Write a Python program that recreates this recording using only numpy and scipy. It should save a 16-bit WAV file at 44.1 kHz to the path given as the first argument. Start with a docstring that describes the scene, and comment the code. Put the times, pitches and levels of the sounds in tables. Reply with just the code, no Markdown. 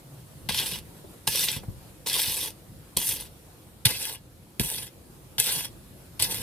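"""A low drone, far traffic and thin outdoor hiss open the scene at a small two-port microphone.
The drone soon fades, and a few steps away a steel shovel chops into dry soil eight times and drags through it.
Filtered noise makes the background and the swells of deep rumble, most of them during the pulls.
Grains of noise force and short stone bursts rub and click on the blade, which rings briefly in damped modes.
Damped low swings thump the ground, some under a chop, others during or after a pull."""
import sys
import numpy as np
from scipy import signal
from scipy.fft import rfft, irfft
from scipy.io import wavfile
from scipy.ndimage import uniform_filter1d

SR = 44100
rng = np.random.default_rng(int(sys.argv[2]) if len(sys.argv) > 2 else 0)


def store_wav(level_fs):
    """Save 16-bit WAV to argv[1]."""
    pcm = np.round(np.clip(np.atleast_2d(level_fs), -1, 1) * 32767)
    wavfile.write(sys.argv[1], SR, pcm.T.astype(np.int16))


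def magnitude_from_level(level_db):
    """Linear magnitude for a level in decibels (20 dB per decade)."""
    exponent = np.asarray(level_db, float) / 20
    return 10 ** exponent


N = 283122  # samples


def evened(x):
    """Scales to rms 1."""
    return x / np.sqrt(np.mean(x ** 2) + 1e-20)


def read(points, hz):
    """Reads a spectrum table on a log-frequency axis."""
    f, value = np.transpose(points)
    return np.interp(np.log(hz + 1), np.log(f + 1), value)


def wander(corner_hz, count):
    """Slow chance curves of rms about 1: low-passed noise drawn 60 times a second."""
    knots = rng.standard_normal((count, int(N / SR * 60) + 2))
    smooth = signal.lfilter([1], [1, -np.exp(-2 * np.pi * corner_hz / 60)], knots, axis=1)
    at = np.arange(N) * 60 / SR
    return np.array([np.interp(at, np.arange(len(k)), evened(k - k.mean())) for k in smooth])


def field(tone, likeness, patchy_db, lumpy_db):
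    """Diffuse noise at two ports: random short-time spectra with drifting patches and lumps shared by all bins."""
    frames, hz = N // 256 + 5, np.fft.rfftfreq(1024, 1 / SR)
    a, b, c, d, patches = rng.standard_normal((frames, 513, 5)).T
    patches = evened(uniform_filter1d(uniform_filter1d(patches, 8, 0), 12, 1))
    lumps = evened(uniform_filter1d(rng.standard_normal(frames), 6))
    same = np.clip(read(likeness, hz), -1, 1)[:, None]
    left = a + 1j * b
    right = same * left + np.sqrt(1 - same ** 2) * (c + 1j * d)
    gain = magnitude_from_level(read(tone, hz)[:, None] + patchy_db * patches + lumpy_db * lumps)
    spectra = np.array([left, right]) * gain
    return evened(signal.istft(spectra, nperseg=1024, noverlap=768)[1][:, :N])


def rumble():
    """A distant low drone that dies away: noise in one narrow wavering band."""
    level_db, pitch_hz, width_hz = -51, 138.2, 30
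    end_s, fade_db_per_s = 0.53, 120
    t = np.arange(N) / SR
    r = np.exp(-np.pi * width_hz / SR)
    slow = signal.lfilter([1], [1, -2 * r, r * r], rng.standard_normal((N, 2)) @ [1, 1j])
    drone = (slow * np.exp(2j * np.pi * pitch_hz * t)).real
    return magnitude_from_level(level_db - fade_db_per_s * np.maximum(t - end_s, 0)) * evened(drone)


# Colour of the distant wash and hiss: (frequency [Hz], relative density [dB])
YARD_TONE = [(88, -43), (150, 1.5), (240, -18.5), (276, -4.5), (371, -7), (409, -12), (508, -7), (594, -12),
             (2050, -23.5), (4080, -23), (6420, -26.5), (11100, -22.5), (14900, -27), (16500, -79)]
# How alike the wash is at the two ports: (frequency [Hz], likeness [0 to 1])
YARD_LIKENESS = [(150, 0.9), (300, 0.76), (600, 0.42), (1100, 0.012), (6500, 0.024), (8000, 0.69),
                 (10500, 1), (12500, 0.67), (15000, .8)]
# Background level, lower for a while after the loudest chop: (time [s], level [dB])
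YARD_LEVEL = [(0.1, -52.5), (.9, -51), (1.75, -52), (2.3, -53), (3.35, -53), (4.25, -56.5), (5.35, -53),
              (6.15, -52)]


def yard():
    """Smooth distant wash of leaves and town, and thin hiss: a diffuse noise field that dips after the loudest chop."""
    s, db = np.transpose(YARD_LEVEL)
    level = magnitude_from_level(np.interp(np.arange(N) / SR, s, db))
    return level * field(YARD_TONE, YARD_LIKENESS, patchy_db=1.53, lumpy_db=0.5)


# Colour of both traffic and deep swells: (frequency [Hz], relative density [dB])
LOW_TONE = [(20, -35), (35, 3), (55, -3), (120, 3.5), (200, -6.5), (350, -13.5), (600, -50)]
# How alike far traffic is at the two ports: (frequency [Hz], likeness [0 to 1])
TRAFFIC_LIKENESS = [(30, 1), (120, 0.87), (400, 0.86)]


def traffic():
    """Far town traffic: a steady low noise field that reaches both ports nearly alike."""
    return magnitude_from_level(-52) * field(LOW_TONE, TRAFFIC_LIKENESS, patchy_db=1.6, lumpy_db=0.0)


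# How alike the swells are at the two ports: (frequency [Hz], likeness [0 to 1])
SWELL_LIKENESS = [(30, 0.22), (70, 0.58), (150, 0.7), (400, 0.97)]
# Swells of deep rumble, most during the pulls: (time [s], peak level [dB], time from peak to 1/e [s])
DEEP_SWELLS = [(.58, -43, 0.24), (1.34, -52, 0.11), (1.64, -44.5, 0.18), (2.25, -51.5, 0.25),
               (2.75, -50, 0.076), (3.13, -46, 0.14), (3.9, -52, 0.2), (4.77, -46.5, 0.086),
               (5.65, -50.5, 0.35), (6.42, -40.5, 0.2)]


def deep_swells():
    """Swells of deep rumble, most during the pulls: low lumpy noise, least alike at the ports in the deep bass."""
    t = np.arange(N) / SR
    swells = sum(magnitude_from_level(db) * np.exp(-((t - s) / width) ** 2) for s, db, width in DEEP_SWELLS)
    return swells * field(LOW_TONE, SWELL_LIKENESS, patchy_db=-1.5, lumpy_db=0.5)


# Low thumps and knocks, some under a chop, others during or after a pull:
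# (onset time [s], swing level [dB], settled pitch [Hz], puff above the swing [dB])
GROUND_THUMPS = [(0.486, -32, 187, -10), (0.719, -42, 170, 2.5), (0.769, -42, 145, -4),
                 (1.038, -46, 380, 1), (1.272, -32.5, 115, -2), (1.558, -31.5, 111, -3),
                 (1.599, -44.5, 110, 0), (1.628, -45.5, 504, 1), (1.672, -39, 57.6, -5),
                 (1.675, -29.5, 97, -5), (2.272, -40, 109, 3.5), (2.963, -31.5, 111, 1.5),
                 (2.966, -37.5, 363, -13), (3.852, -21.5, 118.6, -6.5), (4.592, -26, 122.7, 0),
                 (4.594, -30, 274.4, -4.5), (4.639, -36, 137, -1), (5.384, -37, 124, -4.5),
                 (5.559, -37.5, 140, -5.5), (6.194, -35, 99, -12), (6.218, -37, 129, -16)]


def thumps():
    """A low damped swing whose pitch sags, plus a dull puff around it that differs at the two ports."""
    t, out = np.arange(6000) / SR, np.zeros((2, N + 6000))
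    noise = rng.standard_normal((len(GROUND_THUMPS), 3, 8000))
    for (s, db, hz, puff_db), puff in zip(GROUND_THUMPS, noise):
        around = signal.butter(2, [0.26 * hz, 1.55 * hz], "band", fs=SR, output="sos")
        puff = evened(signal.sosfilt(around, puff)[:, 2000:])
        decay_s = .005 + .7 / hz  # a fixed part plus some cycles
        shape = (1 - np.exp(-t / 0.0055)) ** 3 * np.exp(-t / decay_s)  # the ground gives way slowly
        swing = np.sin(2 * np.pi * hz * (t + 0.22 * 0.009 * (1 - np.exp(-t / 0.0033))))
        air = magnitude_from_level(puff_db) * (0.67 * puff[0] + 0.84 * puff[1:])  # shared and separate parts
        out[:, round(s * SR):][:, :6000] += magnitude_from_level(db) * (swing + air) * shape / shape.max()
    return out[:, :N]


def colour(points):
    """Causal minimum-phase filter taps for a spectrum table."""
    hz = abs(np.fft.fftfreq(4096, 1 / SR))
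    log_gain = np.log(magnitude_from_level(np.maximum(read(points, hz), -80)))
    return np.fft.ifft(np.exp(np.conj(signal.hilbert(log_gain)))).real[:2048]


def bands(x):
    """Splits into crumble, blade, rasp and sand ranges."""
    crumble_hz, rasp_hz, sand_hz = 1400, 4200, 7200
    edges = [(crumble_hz, "low"), ([crumble_hz, rasp_hz], "band"), ([rasp_hz, sand_hz], "band"), (sand_hz, "high")]
    return [signal.sosfilt(signal.butter(4, hz, kind, fs=SR, output="sos"), x) for hz, kind in edges]


# Ringing modes of the steel blade: (pitch [Hz], width before limiting [Hz], relative level [dB])
BLADE_MODES = [(906, 18.4, -0.5), (1063, 173, -11.5), (1708, 38, -8), (2087, 42, -6.5), (2410, 31.6, -20),
               (2616, 35, -0.5), (2796, 22, -4), (2945, 66, -3.5), (3328, 37, 0), (3633, 130, -5.5),
               (3880, 42, -7.5), (4440, 23, -17), (5030, 36, -10.5), (5312, 88, -3.5), (5720, 115, -5.5),
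               (6150, 20, -3.5), (8056, 250, -9.5), (8730, 67, -2), (9380, 42, 0.5), (9830, 26, -2),
               (10900, 57, -12), (11060, 120, -15), (11800, 64, -13), (12570, 36, 0)]
# Colour of the bare contact of grit on steel: (frequency [Hz], relative density [dB])
GRIT_TONE = [(88, -35), (150, -1.5), (255, -10.5), (528, 1), (695, -22), (934, -2.5), (1250, -26),
             (1650, -18.5), (2300, -12.5), (2900, -3.5), (5070, -4.5), (6670, -13), (10300, 0),
             (14700, -3.5), (15500, -36), (16500, -67)]


def blade(force, grip_db, ring_db):
    """The force rings the blade's modes, each held more or less by the soil, over the bare click of contact."""
    out = signal.oaconvolve(force, colour(GRIT_TONE)[None], axes=1)[:, :N]
    for (hz, width, db), held_db in zip(BLADE_MODES, grip_db):
        r = np.exp(-np.pi * np.clip(width, 28, 400) / SR)
        poles = [1, -2 * r * np.cos(2 * np.pi * hz / SR), r * r]
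        mode = signal.lfilter([1 - r * r], poles, force * magnitude_from_level(held_db), axis=1)
        out += magnitude_from_level(ring_db + db) * mode * np.sin(2 * np.pi * hz / SR)
    return out


def grip():
    """Soil damps each blade mode more or less by chance as time goes on, in dB."""
    return 5.5 * np.clip(wander(8.5, count=len(BLADE_MODES)), -2, 1.1)


# Stones struck by the blade:
# (time [s], relative force level [dB], treble tilt [dB], low knock [dB])
STRUCK_STONES = [(0.4918, -19, -4, 19), (0.507, -22, -3, 18), (0.546, -12, -4, 1),
                 (0.5811, -20.5, -10, -17), (0.6652, -18.5, 2, -2), (1.2747, -3, -1, 4.5),
                 (1.3493, -16, -3, 11), (1.3717, -22, -2, 8.5), (1.439, -12.5, 4, 0), (1.4842, -17, -13, 0),
                 (1.515, -20.5, 8, -8), (1.636, -43, 6, 19), (2.0702, -12, -1, -4), (2.0853, -14, 0, 2),
                 (2.1295, -14, 5, -7), (2.14, -9.5, -0.5, -20), (2.1922, -12.5, -8.5, 7),
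                 (2.2013, -35, -8, -13), (2.2347, -18.5, -6, -13), (2.97, -5, 2.5, 2),
                 (3.0898, -17.5, 9, -25), (3.2088, -23, 4, -8), (3.8545, 2.5, -1.5, -6),
                 (3.865, -11, -15, -9), (3.91, -18, -1, 2), (4.596, -6.5, -4.5, -6), (4.6324, -20, 2, -9),
                 (5.3818, -11.5, -5, 6), (5.3992, -1, 2, -19), (5.441, -12, 0, -16), (5.5204, -15, -4, -5),
                 (6.1979, -9.5, -1.5, -1), (6.2232, -5, 4.5, -2)]


def stones(grip_db):
    """Each stone is a short crunch of force with a crack, stronger in loud ones; some brighter, some knock lower."""
    decay_s, rise_s, crack_s, crack_width_s = .0025, 0.0005, .0008, 0.00049
    t, out = np.arange(2000) / SR, np.zeros((4, 2, N + 2000))  # range, shared or scattered part, time
    bursts = rng.standard_normal((len(STRUCK_STONES), 2, 2000))
    for (s, peak_db, tilt_db, knock_db), burst in zip(STRUCK_STONES, bursts):
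        crack = 0.24 * min(magnitude_from_level(peak_db - 15.5), 1) * np.exp(-((t - crack_s) / crack_width_s) ** 2)
        fade = np.exp(-t / decay_s) + crack
        for k, db in enumerate([knock_db, -tilt_db, -.3 * tilt_db, tilt_db]):
            out[k, :, round(s * SR):][:, :2000] += magnitude_from_level(peak_db + db) * burst * fade * np.minimum(t / rise_s, 1)
    parts = [bands(blade(force[:, :N], grip_db, ring_db=-0.5))[k] for k, force in enumerate(out)]
    # a small stone moves little bass, and is duller at the top than sand
    parts[0] = signal.sosfilt(signal.butter(2, 650, "high", fs=SR, output="sos"), parts[0])
    parts[3] = signal.sosfilt(signal.butter(2, 12500, "low", fs=SR, output="sos"), parts[3])
    parts[3] *= magnitude_from_level([[0], [12.0]])  # the scattered part of the treble is raised: the clicks sound wider
    return magnitude_from_level([[-1.5], [-5.5]]) * sum(parts)  # below the treble, the shared part outweighs the scattered one


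def patchy(x, patchy_db):
    """Clods of different sizes: the colour flickers in short patches of pitch and time."""
    hz, t, z = signal.stft(x, SR, nperseg=256, noverlap=192)
    patches = rng.standard_normal((len(t), len(hz))).T
    patches = evened(uniform_filter1d(uniform_filter1d(patches, size=7, axis=0), size=10, axis=1))
    return signal.istft(z * magnitude_from_level(patchy_db * patches), SR, nperseg=256, noverlap=192)[1][:, :N]


# The blade enters the soil: (time [s], chop level [dB], sand hiss above it [dB],
# coarseness of this soil [dB], rasp of this blade angle [dB])
SOIL_CHOPS = [(0.487, -24, -3.5, 0, -1.5), (1.27, -28.5, 3, 0.5, 1), (2.059, -36, -5, 2.5, 1.5),
              (2.965, -27.5, 0, 1, 0), (3.850, -19, -6, 1.5, 1), (4.594, -32.5, 3.5, 2, 0),
              (5.38, -38, 3, 2, 0), (6.193, -29, -0.5, 5, 1)]
# Each pull through the soil, one list a chop, until the blade lifts:
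# (time [s], drag level [dB], fineness = sand hiss above the drag [dB])
SOIL_PULLS = [
    [(0.52, -39.5, -4), (0.578, -31, 0), (0.654, -36.5, 1), (0.668, -31.5, -1.5), (0.692, -40.5, 5),
     (0.744, -36.5, -2.5), (0.79, -47.5, 2)],
    [(1.3, -37.5, 6.5), (1.336, -33.5, 3), (1.44, -30.5, 5), (1.468, -39, 9), (1.486, -31, -4),
     (1.512, -38, 2), (1.57, -41, 1)],
    [(2.08, -33.5, 4), (2.104, -36.5, 0), (2.2, -32, 5), (2.26, -36.5, 6), (2.446, -40, 6.5),
     (2.476, -42, 7), (2.5, -51.5, 6.5)],
    [(2.995, -38, 6), (3.097, -39, 13.5), (3.111, -36, 7), (3.135, -43, 10), (3.221, -45.5, 2),
     (3.235, -52.5, 7), (3.26, -50.5, 0.5)],
    [(3.885, -32.5, -0.5), (3.983, -41.5, 3.5), (3.993, -43.5, 7), (4.025, -36.5, 3), (4.139, -44.5, 3.5),
     (4.155, -48.5, 0)],
    [(4.62, -43.5, 6), (4.648, -42, 10), (4.768, -42, 6.5), (4.786, -39, 2.5), (4.832, -45.5, 5.5),
     (4.858, -54, 7.5), (4.865, -49, 3)],
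    [(5.39, -34, 8), (5.4, -33, 9), (5.416, -36, 7.5), (5.508, -30.5, -1), (5.526, -36, 10),
     (5.646, -42.5, 2.5), (5.65, -43, 6)],
    [(6.21, -37, 2.5), (6.226, -27.5, 4), (6.286, -46, 5.5), (6.31, -39, 6), (6.404, -44.5, 7.5),
     (6.42, -41, 3)],
]


def effort():
    """Push as a factor and fineness in dB over time: a sharp chop, then the pull, then the lift."""
    rise_s, start_db, fall_db_per_s = 0.002, -24, 501  # of the chop
    lift_db_per_s, sand_lift_db_per_s = 483, 150  # the drag dies as the blade lifts, the sand faster still
    t, push, fine_db = np.arange(N) / SR, np.zeros(N), np.zeros(N)
    for (start, chop_db, chop_fine_db, *_), rows in zip(SOIL_CHOPS, SOIL_PULLS):
        s, drag_db, sand_db = np.transpose(rows)
        on = (t >= start) & (t < s[-1] + .15)
        age, late = t[on] - start, np.maximum(t[on] - s[-1], 0)
        rise = start_db * np.maximum(1 - age / rise_s, 0)
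        chop = chop_db + rise - fall_db_per_s * np.maximum(age - rise_s, 0)
        pull = np.interp(t[on], s, drag_db) - lift_db_per_s * late
        push[on] = np.hypot(magnitude_from_level(chop), magnitude_from_level(pull) * np.clip(age / (s[0] - start), 0, 1))
        fineness = np.interp(t[on], np.r_[start + rise_s, s], np.r_[chop_fine_db, sand_db])
        fine_db[on] = fineness - sand_lift_db_per_s * late
    return push, fine_db


def drag(grip_db):
    """Grains of grit, in clumps, and chance pebbles rub along the blade while it moves through the soil."""
    grains_per_s, pebbles_per_s, pebble_decay_s = 6000, 90, .0025
    ring_db = 3
    grains = magnitude_from_level(4.9 * np.minimum(rng.exponential(1, N), 6)) * (rng.random(N) < grains_per_s / SR)
    clumps = magnitude_from_level(0.46 * uniform_filter1d(evened(uniform_filter1d(rng.standard_normal(N), 260)), 90))
    met = magnitude_from_level(4 - 1.33 * rng.exponential(1, N)) * (rng.random(N) < pebbles_per_s / SR)
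    pebbles = signal.lfilter([1], [1, -np.exp(-1 / (pebble_decay_s * SR))], met)
    rub = clumps * (grains + 1.81 + pebbles)  # the constant is steady friction
    force = patchy(rub * rng.standard_normal((2, N)), patchy_db=1.96)  # shared and scattered parts
    push, fine_db = effort()
    push_db = 20 * np.log10(np.maximum(push, magnitude_from_level(-46.5)))
    stroke = np.maximum(np.searchsorted(np.transpose(SOIL_CHOPS)[0], np.arange(N) / SR) - 1, 0)
    coarse_db, angle_db = np.array(SOIL_CHOPS)[stroke, 3:].T
    lumps_db = 2.5 * wander(25, count=1)[0]  # the crumble comes in lumps
    # crumble follows the push only in part, rasp follows the fineness in part
    crumble_db = -49 + coarse_db + lumps_db + 0.43 * (push_db + 35.5) - push_db
    rasp_db = -2.5 + angle_db + 0.36 * fine_db
    shares = [magnitude_from_level(db) for db in (crumble_db, 0, rasp_db, fine_db)]
    steady = [part.std() for part in bands(blade(force, grip_db, ring_db))]
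    parts = bands(blade(push * force, grip_db, ring_db))  # the blade rings on after the push ends
    return sum(share * part / rms for share, part, rms in zip(shares, parts, steady))


def ports(near, scattered, same, lead):
    """Two microphone ports: a shared part, shifted in phase between them, and an unrelated scattered part."""
    hz = np.fft.rfftfreq(N, 1 / SR)
    c, turn = np.clip(read(same, hz), 0, 1), np.exp(.5j * read(lead, hz))
    a, b = np.sqrt((1 + c) / 2) * rfft(near), np.sqrt((1 - c) / 2) * rfft(scattered)
    return irfft(np.array([(a + b) * turn, (a - b) / turn]), N)


# How alike the shovel is at the two ports: (frequency [Hz], likeness [0 to 1])
SHOVEL_LIKENESS = [(60, 0.32), (130, 0.3), (290, 1), (640, 0.63), (1410, 0.58), (3100, 0.81), (6820, 0.5),
                   (7600, 0.77), (8000, 1), (15000, 0.93)]
# Phase by which the left port leads at first: (frequency [Hz], lead [rad])
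EARLY_LEFT_LEAD = [(200, 0), (600, -.1), (1000, .8), (1400, 1.8), (1900, .3), (2400, -.3), (3300, .4),
                   (4100, .9), (5000, .5), (6300, 1.1), (7400, 0), (15000, .05)]
# The same once the digging has moved further to one side: (frequency [Hz], lead [rad])
LATE_LEFT_LEAD = [(200, 0), (600, -.2), (1200, 2.1), (1600, .2), (2150, 0), (2600, 1.3), (4200, 2.2),
                  (6000, 3.2), (7200, 2.8), (7750, 0), (15000, 0)]


def at_microphone(digging):
    """The shovel reaches the ports with unequal phase, which changes once the digging has moved to one side."""
    moved = np.arange(N) / SR > 3.6  # s
    early = ports(*(digging * ~moved), SHOVEL_LIKENESS, EARLY_LEFT_LEAD)
    return early + ports(*(digging * moved), SHOVEL_LIKENESS, LATE_LEFT_LEAD)


def walls(x):
    """Sparse echoes from the ground and garden walls: random taps from 4 ms on, falling 60 dB in 30 ms."""
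    t = np.arange(6000) / SR
    chosen = rng.choice([-1., 1.], (2, 6000)) * (rng.random((2, 6000)) < .05)
    taps = chosen * magnitude_from_level(-60 * t / 0.03) * (t > .004)
    return signal.oaconvolve(x, taps / np.linalg.norm(taps[0]), axes=1)[:, :N]


def scene():
    """Shovel through the two ports, with echoes, ground thumps, deep swells and background."""
    grip_db = grip()
    shovel = at_microphone(drag(grip_db) + stones(grip_db))
    background = rumble() + yard() + traffic() + deep_swells()
    return shovel + magnitude_from_level(-11) * walls(shovel) + thumps() + background


def roll_off(x):
    """The treble ends steeply here."""
    return signal.sosfilt(signal.butter(12, 16640, fs=SR, output="sos"), x)


def record(dry):
    """The microphone drops the deepest bass, rounds off near full scale and is limited at the top of the treble."""
    dry = signal.sosfilt(signal.butter(4, 39.7, "high", fs=SR, output="sos"), dry)
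    dry = dry / (1 + (dry / .9) ** 4) ** .25
    edge = signal.firwin(255, 16300, window=("kaiser", 9), fs=SR)
    mix = signal.oaconvolve(dry, edge[None], "same")
    return roll_off(mix)


dry = scene()
out = record(dry)
store_wav(out)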